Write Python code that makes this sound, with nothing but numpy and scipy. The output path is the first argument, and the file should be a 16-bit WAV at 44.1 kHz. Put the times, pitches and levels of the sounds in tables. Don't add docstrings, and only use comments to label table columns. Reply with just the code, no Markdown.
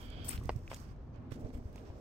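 import sys
import numpy as np
from scipy import signal
from scipy.fft import rfft, irfft, next_fast_len
from scipy.io import wavfile
from scipy.ndimage import uniform_filter1d

SR = 44100
rng = np.random.default_rng(int(sys.argv[2]) if len(sys.argv) > 2 else 0)


def output_pcm(signal):
    pcm = np.clip(np.atleast_2d(signal).T, -1, 1) * 32767
    wavfile.write(sys.argv[1], SR, np.round(pcm).astype(np.int16))


def amplitude_ratio(level_db):
    exponent = np.asarray(level_db, float) / 20
    return 10 ** exponent


N = 88464


def curve(table, col=1):
    return np.interp(np.arange(N) / SR, np.array(table)[:, 0], np.array(table)[:, col])


def on_log(table, hz):
    return np.interp(np.log(hz + 1), np.log(np.array(table)[:, 0]), np.array(table)[:, 1])


def unit(x):
    return x / np.sqrt(np.mean(x ** 2))


def colour(x, table):
    size = next_fast_len(N + SR // 4)
    gain = amplitude_ratio(on_log(table, np.fft.rfftfreq(size, 1 / SR)))
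    return irfft(rfft(x, size) * gain, size)[..., :N]


def band(x, hz, width_hz):
    return signal.lfilter(*signal.iirpeak(hz, hz / width_hz, SR), x)


def walk(rate):
    k = int(SR / rate)
    steps = np.repeat(rng.standard_normal(N // k + 1), k)
    return 1.68 * uniform_filter1d(uniform_filter1d(steps, k), k)[:N]


def pan(db):
    return amplitude_ratio(np.array([db / 2, -db / 2]) - np.abs(db) / 4).reshape(2, -1)


def add(out, start_s, x, pan_db):
    right_lag_s = pan_db * 30e-6
    for port, gain, lag_s in zip(out, pan(pan_db), (0, right_lag_s)):
        i = max(int((start_s + lag_s) * SR), 0)
        port[i:i + len(x)] += gain * x[:N - i]


def crackle(apart=1):
    grains_per_s, spread_db, grain_share_db, left_lag_s = 1500, 2.5, -7, .0003
    hits = rng.random(N) < grains_per_s / SR
    grains = hits * amplitude_ratio(spread_db * np.minimum(rng.exponential(size=N), 4))
    size = 1 + amplitude_ratio(grain_share_db) * unit(grains)
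    shared, left, right = size * rng.standard_normal((3, N))
    late = np.roll(shared, int(left_lag_s * SR))
    return unit(np.array([late + apart * left, shared + apart * right]))


def rub(bands, level_db, pan_db, patchy_db, rate, apart=1):
    push = crackle(apart) * amplitude_ratio(patchy_db * walk(rate))
    ringing = sum(amplitude_ratio(db) * band(band(push, hz, w), hz, w) for hz, w, db in bands)
    return unit(ringing) * amplitude_ratio(curve(level_db)) * pan(pan_db)


def snap(db, t60_s, hz, width_hz):
    attack_s = 0.00077
    t = np.arange(SR // 20) / SR
    burst = rng.standard_normal(len(t)) * np.minimum(t / attack_s, 1) * amplitude_ratio(db - 60 * t / t60_s)
    return band(band(burst, hz, width_hz), hz, width_hz)


def unit_air():
    # frequency in Hz, level in dB per Hz.
    rumble_colour = [(12, -64.5), (20, 2), (114, 0.5), (205, -10.5), (245, -5), (300, -13), (324, -11.5),
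                     (5980, -54), (9000, -70), (11700, -102), (19800, -120)]
    # time in seconds, level in dB.
    rumble_db = [(0.0, -47), (1.32, -48.5), (2.0, -47.5)]
    # frequency in Hz, likeness from 0 to 1.
    likeness = [(30, 0.92), (300, 0.89), (1000, 0.34), (4000, 0)]
    # time in seconds, level in dB.
    hum_db = [(0, -75), (.8, -80.5), (1.1, -71.5), (1.22, -57), (1.6, -55), (1.75, -65.5), (2, -73)]
    hum_hz, hum_width_hz = 245, 34

    out = 0
    for hz in 22 * 2 ** np.arange(0, 9.1, .5):
        mid, side = (band(rng.standard_normal(N), hz, hz / 1.42) for _ in range(2))
        like = np.clip(on_log(likeness, hz), 0, 1)
        both = np.sqrt(1 + like) * mid + np.sqrt(1 - like) * side * np.array([[1], [-1]])
        out = out + amplitude_ratio(3.07 * walk(6.7)) * both
    rumble = unit(colour(out, rumble_colour)) * amplitude_ratio(curve(rumble_db))
    hum = unit(band(band(rng.standard_normal(N), hum_hz, hum_width_hz), hum_hz, hum_width_hz))
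    return rumble + hum * amplitude_ratio(curve(hum_db)) * pan(-3.5)


def rustle():
    # time in seconds, level in dB, left minus right in dB.
    effort = [(0, -63.5, -6), (.1, -79.5, -22), (.23, -73.5, -2), (.3, -62, 7), (.42, -69.5, 1),
              (.55, -73.5, -5), (.68, -69, -8.5), (.8, -68, -11.5), (.92, -80, -8), (.97, -90.5, -8.5),
              (1.29, -87.5, -9.5), (1.37, -76.5, -3), (1.5, -79.5, -11), (1.62, -82, -11),
              (1.7, -78.5, -14), (1.82, -78.5, -7.5), (2, -81.5, -14.5)]
    # frequency in Hz, level in dB per Hz.
    rustle_colour = [(300, -12), (1000, 17.5), (2500, 1), (3900, -5), (5500, 5.5), (7000, -1), (8800, -0.5),
                     (16000, -5.5)]
    flutter_db = 1.93 * walk(23.53)
    level = amplitude_ratio(curve(effort) + flutter_db + 5.0)
    return unit(colour(crackle(), rustle_colour)) * level * pan(curve(effort, col=2))


def scuffs():
    # frequency in Hz, level in dB per Hz.
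    grit_colour = [(300, -12), (1500, 4.5), (3000, 4), (4000, 0.5), (5300, 4.5), (6600, -2), (8500, 3),
                   (16000, -1)]
    # start in seconds, length in seconds, level in dB, left minus right in dB,
    # brightness in dB per octave.
    scuff_rows = [(0, 0.049, -65, -14, 3), (0.242, 0.036, -57.5, 5, 7.5), (0.278, 0.035, -45.5, 2, 2.5),
                  (0.314, 0.05, -52.5, -3, -1.5), (0.38, 0.035, -63.5, -4, -3), (0.417, 0.11, -62, -12, -3),
                  (0.562, 0.024, -78, -8, -2), (0.696, 0.043, -54.5, 0.5, -3.5),
                  (0.748, 0.022, -57.5, -8, 0.5), (.785, 0.033, -71, -3, 2), (0.829, 0.088, -68, -12, -7),
                  (1.136, 0.05, -79, -17, -11.5), (1.305, 0.013, -65, -22, -4),
                  (1.316, 0.035, -57, -15, -2.5), (1.39, .03, -77.5, -12, 4),
                  (1.439, 0.053, -72.5, -20, -2.5), (1.524, 0.05, -66.5, -22, -2),
                  (1.72, 0.075, -71.5, -19.5, -5.5), (1.845, 0.061, -74, -22, -5.5)]
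    attack_s, release_s, sag_db, banding_db = .003, .005, -2, 2.5
    swell_share, fade_share = .12, .25

    out, t = 0, np.arange(N) / SR
    grit = unit(colour(crackle(), grit_colour)) * amplitude_ratio(1.7 * walk(120) + 1.4 * walk(40.04))
    hz = np.geomspace(500, 16000, num=24)
    for start, length, db, pan_db, tilt_db in scuff_rows:
        age = np.clip(t - start, 0, None)
        rise = np.clip(age / (attack_s + swell_share * length), 0, 1)
        fade = np.exp(-np.clip(age - length, 0, None) / (release_s + fade_share * length))
        shape = rise * amplitude_ratio(sag_db * age / length) * fade
        banded = tilt_db * np.log2(hz / 4000) + banding_db * rng.standard_normal(len(hz))
        out = out + colour(grit, np.array([hz, banded]).T) * shape * amplitude_ratio(db) * pan(pan_db)
    return out


def drag():
    # frequency in Hz, width in Hz, level in dB.
    drag_bands = [(3190, 420, 4.5), (4600, 470, -5), (2290, 480, 0), (1520, 600, -2)]
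    # time in seconds, level in dB.
    drag_db = [(0, -62.5), (.05, -61), (.16, -58), (.275, -57), (.3, -72.5), (.4, -140)]
    return rub(drag_bands, drag_db, pan_db=-10, patchy_db=0.91, rate=60.8)


def cloth():
    # frequency in Hz, width in Hz, level in dB.
    cloth_bands = [(290, 170, 2), (430, 200, 0), (570, 150, -6)]
    # time in seconds, level in dB.
    cloth_db = [(0, -59), (.15, -56.5), (.4, -61), (0.801, -70.5), (1.32, -72.5), (1.42, -55.5),
                (1.56, -51.5), (1.7, -59.5), (1.82, -60)]
    return rub(cloth_bands, cloth_db, pan_db=-2.0, patchy_db=2.5, rate=30.75, apart=0.46)


def thuds():
    # start in seconds, peak in dB, pitch in Hz, left minus right in dB,
    # first swing (+1 up or -1 down).
    thud_rows = [(0.091, -42, 58.3, -5, 1), (.125, -42, 72, 1, 1), (0.201, -42, 84, 18, 1),
                 (0.344, -35, 56.7, 8, 1), (0.384, -37, 45, -6, 1), (0.456, -32, 75.5, -13, -1),
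                 (.522, -39, 60.4, 0, 1), (0.559, -29.5, 101.4, -16.5, -1), (1.094, -43.5, 83.3, 1, 1),
                 (1.32, -32.5, 111, -9, 1), (1.445, -32, 77, -12, 1), (1.549, -33, 64.6, 3, 1),
                 (1.581, -38.5, 70, 6, -1), (1.654, -34.5, 69.4, 1, -1), (1.9, -36.5, 71, 3, 1)]
    fade_cycles = 1.32
    out, t = np.zeros((2, N)), np.arange(SR // 5) / SR
    for start, db, hz, pan_db, way in thud_rows:
        swing = np.sign(way) * np.sin(2 * np.pi * hz * t)
        swing = swing * t * hz * amplitude_ratio(-40 * t * hz / fade_cycles)
        add(out, start, swing / np.abs(swing).max() * amplitude_ratio(db), pan_db)
    return out


def ticks():
    # start in seconds, peak in dB, left minus right in dB, centre in Hz.
    tick_rows = [(.102, -46.5, -9.5, 6860), (0.245, -41, 2.5, 9000), (.365, -52, 0, 6500),
                 (.3768, -37.5, 0.5, 2880), (0.4366, -48, -11, 9000), (0.456, -46, -7, 12000),
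                 (0.5616, -49.5, -12, 6000), (0.5618, -48, -9.5, 13000), (.59, -60, -8, 11000),
                 (.6778, -52, 1.5, 4500), (0.698, -50, 1, 4000), (.737, -43, 0, 5000),
                 (0.7443, -34.5, -1, 6000), (0.7449, -41, -0.5, 13000), (.761, -48, -2, 5500),
                 (0.767, -49, 1, 5500), (0.8, -46, -3.5, 7060), (.841, -53, -7, 4400),
                 (.962, -65, -6, 5300), (1.1588, -57, -5.5, 4500), (1.3205, -51, -15, 8540),
                 (1.417, -58, -12, 2000), (1.4486, -52, -12, 2900), (1.456, -59.5, -6, 6000),
                 (1.728, -56, -7, 13000), (1.759, -45.5, -5.5, 7100), (1.786, -57, -7.5, 5000),
                 (1.8532, -61, -8, 4300), (1.985, -67.5, -3, 5520)]
    out = np.zeros((2, N))
    for start, db, pan_db, hz in tick_rows:
        add(out, start, snap(db, t60_s=.013, hz=hz, width_hz=1.34 * hz), pan_db)
    return out


def squeal():
    # frequency in Hz, width in Hz, level in dB.
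    squeal_bands = [(8460, 600, -4.5), (9000, 330, -1.5), (7845, 250, -6.5), (13000, 280, -7)]
    # time in seconds, level in dB.
    squeal_db = [(.26, -140), (.276, -81.5), (0.284, -44), (0.294, -29), (0.297, -62), (.31, -46.5),
                 (.32, -58.5), (.335, -92), (.35, -140)]
    return rub(squeal_bands, squeal_db, pan_db=8, patchy_db=0.94, rate=200)


def chips():
    # start in seconds, peak in dB, pitch in Hz, left minus right in dB.
    chip_rows = [(0.2936, -42, 1970, 1), (0.307, -35, 2390, -3.5), (0.3182, -37, 2200, -3.5),
                 (0.336, -45, 1370, 0), (0.3771, -40, 2520, 2.5), (.413, -45, 1110, 1),
                 (.429, -50, 1200, 0), (0.6779, -35.5, 2480, 2), (0.7157, -38.5, 2120, -5),
                 (0.7175, -48, 1900, -8), (0.7317, -43, 2500, -1.5), (1.3226, -46, 3070, -12.5),
                 (1.7582, -46.5, 2200, -3.5), (1.7805, -45, 2780, -3)]
    fade_cycles = 15.3
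    out, t = np.zeros((2, N)), np.arange(SR // 20) / SR
    for start, db, hz, pan_db in chip_rows:
        ring = np.sin(2 * np.pi * hz * t) * np.minimum(t * hz, 1)
        add(out, start, ring * amplitude_ratio(db - 60 * t * hz / fade_cycles), pan_db)
    return out


def knocks():
    # multiple of the pitch, level in dB, cycles to fall by 60 dB.
    stone_tones = [(.5, 3, 2.86), (.57, -8.5, 13), (.71, -5.5, 16), (1.04, 1, 7), (1.24, -1.5, 15.3),
                   (1.66, -4, 13.6), (2.4, -2.5, 17.3), (3.3, -9, 36), (5.6, -10, 30), (6.5, -21, 74)]
    # start in seconds, peak in dB, pitch in Hz, left minus right in dB.
    knock_rows = [(0.4930, -20.5, 848, -1), (0.4956, -29, 870, -3.5), (0.5012, -33.5, 760, -14),
                  (0.504, -34.5, 816, 5.5), (0.715, -33, 923, -1), (0.717, -38, 1050, 3.5),
                  (.7300, -36, 803, 2.5), (.7225, -41.5, 800, -3), (0.737, -43.5, 690, -4),
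                  (1.319, -36.5, 457, -11), (1.504, -45, 706, -8), (1.758, -47, 740, 0.5),
                  (1.9016, -46, 696, -6)]
    attack_cycles, crack_hz = 0.26, 3500
    out, t = np.zeros((2, N)), np.arange(SR // 20) / SR
    for start, db, hz, pan_db in knock_rows:
        ring = 0
        for k, tone_db, cycles in stone_tones:
            fade = amplitude_ratio(tone_db - 60 * t * hz / cycles * k)
            ring = ring + np.sign(.8 - k) * fade * np.sin(2 * np.pi * k * hz * t)
        ring = ring * (1 - np.exp(-t * hz / attack_cycles))
        crack = snap(-18, t60_s=0.009, hz=crack_hz, width_hz=1.4 * crack_hz)
        add(out, start, (ring / np.abs(ring).max() + crack) * amplitude_ratio(db), pan_db)
    return out


def sand():
    # frequency in Hz, width in Hz, level in dB.
    sand_bands = [(4720, 900, 0.5), (5830, 810, -0.5)]
    # time in seconds, level in dB.
    sand_db = [(.7, -96), (.78, -69), (.92, -79), (.96, -97.5), (1.12, -92), (1.15, -78.5), (1.19, -92),
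               (1.3, -93), (1.33, -69), (1.38, -95), (1.47, -79), (1.51, -86), (1.551, -75), (1.6, -91),
               (1.84, -93), (1.87, -75), (1.93, -90)]
    return rub(sand_bands, sand_db, pan_db=-10, patchy_db=3.3, rate=50)


def scene():
    feet = rustle() + scuffs() + drag() + squeal() + sand()
    stones = ticks() + chips() + knocks()
    return unit_air() + feet + stones + cloth() + thuds()


def roll_off(x):
    return signal.sosfilt(signal.butter(12, 16500, fs=SR, output="sos"), x)


def record(dry):
    # frequency in Hz, gain in dB.
    treble_colour = [(8900, 1), (9400, -8), (10300, -11), (11300, -4), (12500, -1), (15800, -1), (15950, -36)]
    return roll_off(colour(dry, treble_colour))


dry = scene()
out = record(dry)
output_pcm(out)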